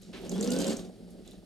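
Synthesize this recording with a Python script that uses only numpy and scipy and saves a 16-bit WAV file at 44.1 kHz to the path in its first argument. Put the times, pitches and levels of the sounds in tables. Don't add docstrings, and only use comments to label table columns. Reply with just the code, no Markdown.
import sys
import numpy as np
from scipy import signal
from scipy.fft import rfft, irfft
from scipy.io import wavfile
from scipy.ndimage import uniform_filter1d

SR = 44100
rng = np.random.default_rng(int(sys.argv[2]) if len(sys.argv) > 2 else 0)


def generate_wav(signal):
    frames = np.transpose(np.atleast_2d(signal))
    scaled = np.clip(frames, -1, 1) * 32767
    pcm = np.round(scaled).astype(np.int16)
    wavfile.write(sys.argv[1], SR, pcm)


def to_linear_factor(level_db):
    exponent = np.asarray(level_db, float) / 20
    return 10 ** exponent


N = 63945
T = np.arange(N) / SR


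def evened(x):
    return x / np.sqrt(np.mean(x ** 2) + 1e-20)


def read(points, hz):
    f, value = np.transpose(points)
    return np.interp(np.log(hz + 1), np.log(f + 1), value)


def coloured(points):
    hz, low_hz = np.fft.rfftfreq(N, 1 / SR), points[0][0]
    gain = to_linear_factor(read(points, hz)) * np.minimum(hz / low_hz, 1) ** 2
    return evened(irfft(rfft(rng.standard_normal(N)) * gain, N))


def wobble(span_s):
    k = max(int(span_s * SR), 2)
    return evened(uniform_filter1d(uniform_filter1d(rng.standard_normal(N), k), k))


def resonate(x, hz, width_hz):
    turn = np.exp(2j * np.pi * np.cumsum(hz * np.ones(len(x))) / SR)
    r = np.exp(-np.pi * width_hz / SR)
    return 2 * (turn * signal.lfilter([1 - r], [1, -r], x / turn + 1e-18)).real


def line(hz, width_hz, pure):
    tone = np.sin(2 * np.pi * np.cumsum(hz) / SR)
    fuzz = resonate(resonate(rng.standard_normal(N), hz, width_hz), hz, width_hz)
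    return evened(pure * tone + evened(fuzz))


def blow(blow_s):
    t = np.arange(3000) / SR
    rattle_db = 3.2 * uniform_filter1d(rng.standard_normal(len(t)), 36) * 4.9
    fade = np.exp(-(t / blow_s) ** 2) + 0.19 * np.exp(-t / (3.4 * blow_s))
    return rng.standard_normal(len(t)) * to_linear_factor(rattle_db) * np.minimum(t / 0.002, 1) * fade


def add(mix, s, sound):
    spot = mix[round(s * SR):][:len(sound)]
    spot += sound[:len(spot)]


# time in seconds, level in dB.
MOTOR_LOAD = [(0.127, -42), (.2, -43.5), (0.291, -41.5), (0.361, -37.5), (0.491, -34), (0.618, -32),
              (0.728, -34), (0.764, -39.5), (.8, -43), (.86, -46.5), (.9, -61)]


def load():
    s, db = np.transpose(MOTOR_LOAD)
    start = np.clip((T - s[0]) / 0.0046, 0, 1)
    stop = np.clip((s[-1] - T) / 0.03, 0, 1)
    return to_linear_factor(np.interp(T, s, db)) * start * stop


# frequency in Hz, density in dB per Hz.
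FLOOR_SPECTRUM = [(350, -41), (600, -23), (994, -42), (1190, -11.5), (2440, -15), (4570, -10),
                  (6340, -18.5), (10500, -17), (15600, -49)]
# frequency in Hz, density in dB per Hz.
RUMBLE_SPECTRUM = [(15, -18), (38, -1), (65, -5.5), (82, -15.5), (110, -3), (160, -26.5)]
FLOOR_DB, RUMBLE_DB = -67, -60.5


def background():
    hiss = to_linear_factor(FLOOR_DB + wobble(0.017)) * coloured(FLOOR_SPECTRUM)
    rumble = to_linear_factor(RUMBLE_DB) * coloured(RUMBLE_SPECTRUM + [(400, -44)])
    return hiss + rumble * (1 + 40 * load())


# time in seconds, level in dB.
HUM_LEVEL = [(0, -55), (.28, -56), (.33, -45), (.47, -52), (.55, -37), (.64, -38), (.68, -45), (.74, -40),
             (.8, -49), (.9, -51), (1., -55), (1.28, -53), (1.31, -60), (1.35, -52), (1.39, -55),
             (1.41, -66)]
HUM_HZ = 181


def hum():
    s, db = np.transpose(HUM_LEVEL)
    pitch_hz = HUM_HZ * (1 + .015 * wobble(.05))
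    return to_linear_factor(np.interp(T, s, db) + 1.5 * wobble(.03)) * line(pitch_hz, 22, 2.5)


# start in seconds, length in seconds, centre in Hz.
CLOTH_RUBS = [
    (.13, .075, 2200),
    (.01, .12, 4000),
    (1.1, .035, 6000),
    (1.245, .12, 3300),
    (.81, .075, 4200),
]
CLOTH_DB = [-50, -63, -67.5, -63.5, -82]


def cloth():
    out = np.zeros(N)
    for (s, length_s, hz), db in zip(CLOTH_RUBS, CLOTH_DB):
        u = np.clip((T - s) / length_s, 0, 1)
        rustle = coloured([(hz * .5, -6), (hz, 0), (hz * 2.0, -5), (hz * 3.0, -20), (hz * 5, -45)])
        envelope = np.minimum(u / 0.036, 1) * np.sqrt(1 - u ** 2)
        out += to_linear_factor(db + wobble(0.0018)) * envelope * rustle
    return out


# time in seconds, peak in dB, pitch in Hz.
TICK_EVENTS = [(0.017, -59.5, 11500), (0.021, -59, 6600), (0.03, -48.5, 4000), (.031, -55.5, 7000),
               (.171, -58.5, 8400), (0.215, -57, 11500), (0.248, -52.5, 8500), (.36, -64, 12500),
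               (.46, -60, 12400), (0.548, -50, 12400), (1.105, -60, 10500), (1.261, -63, 11300),
               (1.264, -58, 3950), (1.276, -48, 3780), (1.275, -53.5, 7160), (1.276, -66, 11300),
               (1.309, -58, 9250), (1.309, -65, 12400), (1.31, -61, 6500), (1.316, -49.5, 3730),
               (1.352, -62, 4000), (.4455, -52, 6500), (.533, -38, 5500), (.5385, -43, 7940),
               (.621, -36, 4870), (.7015, -50, 4600), (.713, -40.5, 7000), (.802, -57, 7000),
               (1.332, -65, 7000), (1.309, -57, 10600), (.793, -41.5, 3900), (.845, -50, 3620),
               (.175, -66.5, 14000), (.216, -67, 14500), (1.311, -64, 14500), (0.114, -59, 7000),
               (.105, -62, 4370)]
TICK_T60_S = 0.0065


def ticks():
    out = np.zeros(N)
    for s, db, hz in TICK_EVENTS:
        fuzz = resonate(resonate(blow(.0025), hz, hz * .2), hz, hz * .2)
        ring = resonate(fuzz, hz, 2.2 / TICK_T60_S)
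        add(out, s, 5 * to_linear_factor(db) * (fuzz + .25 * ring))
    return out


# frequency in Hz, width in Hz, level in dB.
CASE_MODES = [(97, 6.8, -21), (174.3, 22.7, -2), (238.6, 29, -3.5), (274, 21.5, -7), (315.3, 35, -7.5),
              (373.3, 28.5, -5), (469, 38.6, -10), (560.3, 36.4, -13.5), (604, 35, -12.5), (633, 79.4, -12),
              (760, 150, -16), (825.3, 67, -19.5)]
# time in seconds, level in dB.
TABLE_BUMPS = [(0.134, -38), (0.236, -30), (0.321, -25.5), (0.38, -24.5), (0.564, -28.5), (0.577, -27.5),
               (0.602, -34), (0.685, -20), (0.893, -34.5), (0.998, -44.5), (1.038, -50), (1.078, -43),
               (1.184, -39), (1.212, -56), (1.264, -39), (1.284, -39.5), (1.335, -37.5), (1.355, -47),
               (1.426, -41)]
THUMP_DB, SHAKE_DB, BUMP_DB = 1, 2, -16.5
IDLE_DB, IDLE_LULL_S, KNOCKS_PER_S = -48, 1.395, 140


def case():
    knocks = evened((rng.random(N) < KNOCKS_PER_S / SR) * rng.uniform(-0.72, 1, N))
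    shake = rng.standard_normal(N)
    thump, bump = np.zeros((2, N))
    for s, _ in HOOK_CLICKS + BAR_CLICKS + DOG_CLICKS + LEVER_CLICKS:
        add(thump, s, rng.choice([-50., 50.], 1))
    for s, db in TABLE_BUMPS:
        add(bump, s, 120 * to_linear_factor(db + BUMP_DB) * np.diff(np.hanning(40)))
    running = load() * (to_linear_factor(SHAKE_DB) * (0.84 * shake + 0.9 * knocks) + to_linear_factor(THUMP_DB) * thump)
    idle_db = IDLE_DB + 1.85 * wobble(0.02) - 8.7 * (T > IDLE_LULL_S)
    drive = running + to_linear_factor(idle_db) * (shake + 1.14 * knocks) + bump
    drive = signal.lfilter(*signal.butter(2, 140, "high", fs=SR), drive)
    out = np.zeros(N)
    for k, (hz, width_hz, db) in enumerate(CASE_MODES):
        mode = resonate(drive, hz, width_hz) / np.sqrt(2 * np.pi * width_hz / SR)
        out += (-1) ** k * to_linear_factor(db) * mode
    return out / 2


# frequency in Hz, density in dB per Hz.
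GEAR_HISS = [(500, 6), (850, -3.5), (1400, -6.5), (2300, -9), (3200, -4.5), (7200, -13), (11500, -20),
             (15600, -32)]
HISS_DB, HISS_SLOPE = -13, 0.97
RATTLE_PER_S, GRIT = 180, 0.16


def gears():
    share = load() / load().max()
    hits = rng.random(N) < RATTLE_PER_S * share / SR
    rattle = hits * to_linear_factor(4.5 * np.minimum(rng.exponential(1, N), 2.5))
    decay = np.exp(-1 / (0.0036 * SR))
    grit = 1 + GRIT * evened(signal.lfilter([1], [1, -decay], rattle))
    level = load() * to_linear_factor(HISS_DB + 2.55 * wobble(0.025)) * (share + 1e-6) ** (HISS_SLOPE - 1)
    return level * coloured(GEAR_HISS) * grit


# time in seconds, pitch in Hz.
MOTOR_SPEED = [(.12, 545), (.2, 760), (.3, 950), (.34, 1095), (.385, 1165), (.47, 1325), (.5, 1420),
               (.55, 1495), (.6, 1550), (.66, 1570), (.7, 1440), (.73, 1350), (.8, 1100)]
# multiple of the whine, level in dB, line width in Hz, resonance in Hz, its reach in Hz.
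MOTOR_PARTIALS = [(1, -19.5, 50, 1450, 150), (2, -19.5, 80, 2880, 90), (2, -23, 80, 3120, 80),
                  (3, -16.5, 80, 3380, 150)]
# time in seconds, pitch in Hz, level in dB.
BELT_HUM = [(.28, 350, -56), (.34, 385, -43), (.39, 430, -39), (.43, 470, -38), (.5, 490, -37.5),
            (.54, 505, -41), (.58, 535, -42), (.7, 550, -45), (.77, 500, -55)]
# time in seconds, pitch in Hz, level in dB.
SHAFT_HUM = [(.3, 165, -56), (.34, 185, -41), (.39, 198, -37), (.44, 215, -43), (.5, 240, -39),
             (.56, 258, -38), (.61, 292, -34), (.64, 270, -42), (.7, 300, -39), (.76, 250, -50)]
WHINE_END_S = .74


def whine():
    speed_hz = uniform_filter1d(np.interp(T, *np.transpose(MOTOR_SPEED)), 600)
    out = np.zeros(N)
    for k, db, width_hz, at_hz, reach_hz in MOTOR_PARTIALS:
        nearness = np.exp(-((k * speed_hz - at_hz) / reach_hz) ** 2)
        out += to_linear_factor(db + 2.5 * wobble(0.012)) * nearness * line(k * speed_hz, width_hz, 1.5)
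    out *= load() * np.clip((WHINE_END_S - T) / .03, 0, 1)
    for s, hz, db in (np.transpose(BELT_HUM), np.transpose(SHAFT_HUM)):
        out += to_linear_factor(np.interp(T, s, db, -120, -120)) * line(np.interp(T, s, hz), 20, 3)
    return out


CLACK_HZ, RING_DB, PITCH_SPREAD = 1700, -12, .05


def part(events, ring, blow_s):
    out = np.zeros(N)
    for s, level_db in events:
        hit = blow(blow_s)
        for mode_hz, db, t60_s in ring:
            slip, luck = rng.standard_normal(2)
            hz = mode_hz * (1 + PITCH_SPREAD * slip)
            clack = resonate(resonate(hit, hz, CLACK_HZ), hz, CLACK_HZ)
            sound = clack + to_linear_factor(RING_DB) * resonate(clack, hz, 2.2 / t60_s)
            add(out, s, 3 * to_linear_factor(level_db + db + 1.5 * luck) * sound)
    return out


# time in seconds, peak in dB.
HOOK_CLICKS = [(0.2932, -41), (0.408, -38.5), (0.5029, -39), (0.5867, -36.5), (0.666, -37.5),
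               (0.7667, -41.5)]
BAR_CLICKS = [(0.3146, -35), (0.4251, -30), (0.5155, -29), (0.6001, -31), (0.677, -29), (0.7917, -42.5)]
DOG_CLICKS = [(0.3371, -43), (0.4412, -28.5), (0.5311, -29), (0.6144, -25), (0.6948, -29), (0.7024, -35),
              (0.8482, -48)]
LEVER_CLICKS = [(0.3793, -27), (0.4743, -19.5), (0.5626, -16), (0.6427, -14), (0.7302, -21.5)]
# frequency in Hz, level in dB, t60 in seconds.
HOOK_MODES = [(5700, -18, .03), (6500, 6, 0.018), (7000, 3.5, 0.025), (7300, 9, 0.031), (8900, -8, .02),
              (11300, -0.5, 0.038)]
BAR_MODES = [(2800, -30, 0.043), (4000, -7.5, 0.026), (4980, -3, .04), (6600, -1.5, 0.036),
             (8180, -7, 0.036), (9000, -18, 0.033), (10800, -11.5, 0.015), (13300, -44, .02)]
DOG_MODES = [(2800, -33, .06), (4560, -5, 0.1), (6230, -5, 0.022), (7260, -12, 0.056), (7950, -16, 0.048),
             (10100, -13, 0.028)]
LEVER_MODES = [(3520, -18, 0.067), (4600, -7.5, 0.031), (5930, -5, .03), (7500, -12, .03),
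               (8500, -17.5, .02)]
CLICK_DB = -9


def stitches():
    hook = part(HOOK_CLICKS, HOOK_MODES, 0.0044)
    bar = part(BAR_CLICKS, BAR_MODES, 0.01)
    dog = part(DOG_CLICKS, DOG_MODES, 0.0095)
    lever = part(LEVER_CLICKS, LEVER_MODES, 0.0017)
    return to_linear_factor(CLICK_DB) * (hook + bar + dog + lever)


def sparse_tail(t60_s, start_s):
    at = 20 * np.arange(SR // 40) + rng.integers(0, 20, SR // 40)
    taps = np.zeros(SR // 2)
    taps[at] = rng.choice([-1., 1.], len(at)) * to_linear_factor(-60 * at / SR / t60_s) * (at >= start_s * SR)
    return taps / np.linalg.norm(taps)


METAL_TOP_HZ, ROOM_DB, ROOM_T60_S = 13300, -7, 0.31


def machine():
    metal = signal.lfilter(*signal.butter(2, METAL_TOP_HZ, fs=SR), stitches() + ticks())
    near = metal + gears() + case() + cloth() + whine() + hum()
    echo = signal.fftconvolve(near, sparse_tail(ROOM_T60_S, 0.0036))[:N]
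    return near + to_linear_factor(ROOM_DB) * echo + background()


# frequency in Hz, likeness from 0 to 1.
PORT_LIKENESS = [(40, 1), (150, 0.88), (380, 1), (950, 1), (2400, 0.38), (6000, 0.82), (10000, 0.75),
                 (13000, 0.22), (15000, 0.18)]
# frequency in Hz, level in dB.
PORT_BALANCE = [(60, 6.5), (150, -1.5), (380, -1.5), (950, -1), (2380, -1.0), (5980, -0.5), (10000, -0.5),
                (13500, -4.5)]
# frequency in Hz, lead in rad.
PORT_LEAD = [(0, -0.65), (340, 0.96), (3100, 0.34), (5940, 0.51), (10700, -1.05), (11100, -0.7),
             (14500, 0.88), (15300, -0.58)]


def ports(a, b):
    hz, a, b = np.fft.rfftfreq(N, 1 / SR), rfft(a), rfft(b)
    same = np.clip(read(PORT_LIKENESS, hz), 0, 1)
    turn = to_linear_factor(read(PORT_BALANCE, hz) / 2) * np.exp(.5j * read(PORT_LEAD, hz))
    return irfft([a * turn, (same * a + np.sqrt(1 - same ** 2) * b) / turn], N)


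def scene():
    return ports(machine(), machine())


def top_cut(x):
    return signal.sosfilt(signal.butter(12, 15750, fs=SR, output="sos"), x)


def record(dry):
    low_pass = signal.firwin(511, 15700, window=("kaiser", 9), fs=SR)
    mix = signal.oaconvolve(dry, low_pass[None], "same")
    return top_cut(mix)


dry = scene()
out = record(dry)
generate_wav(out)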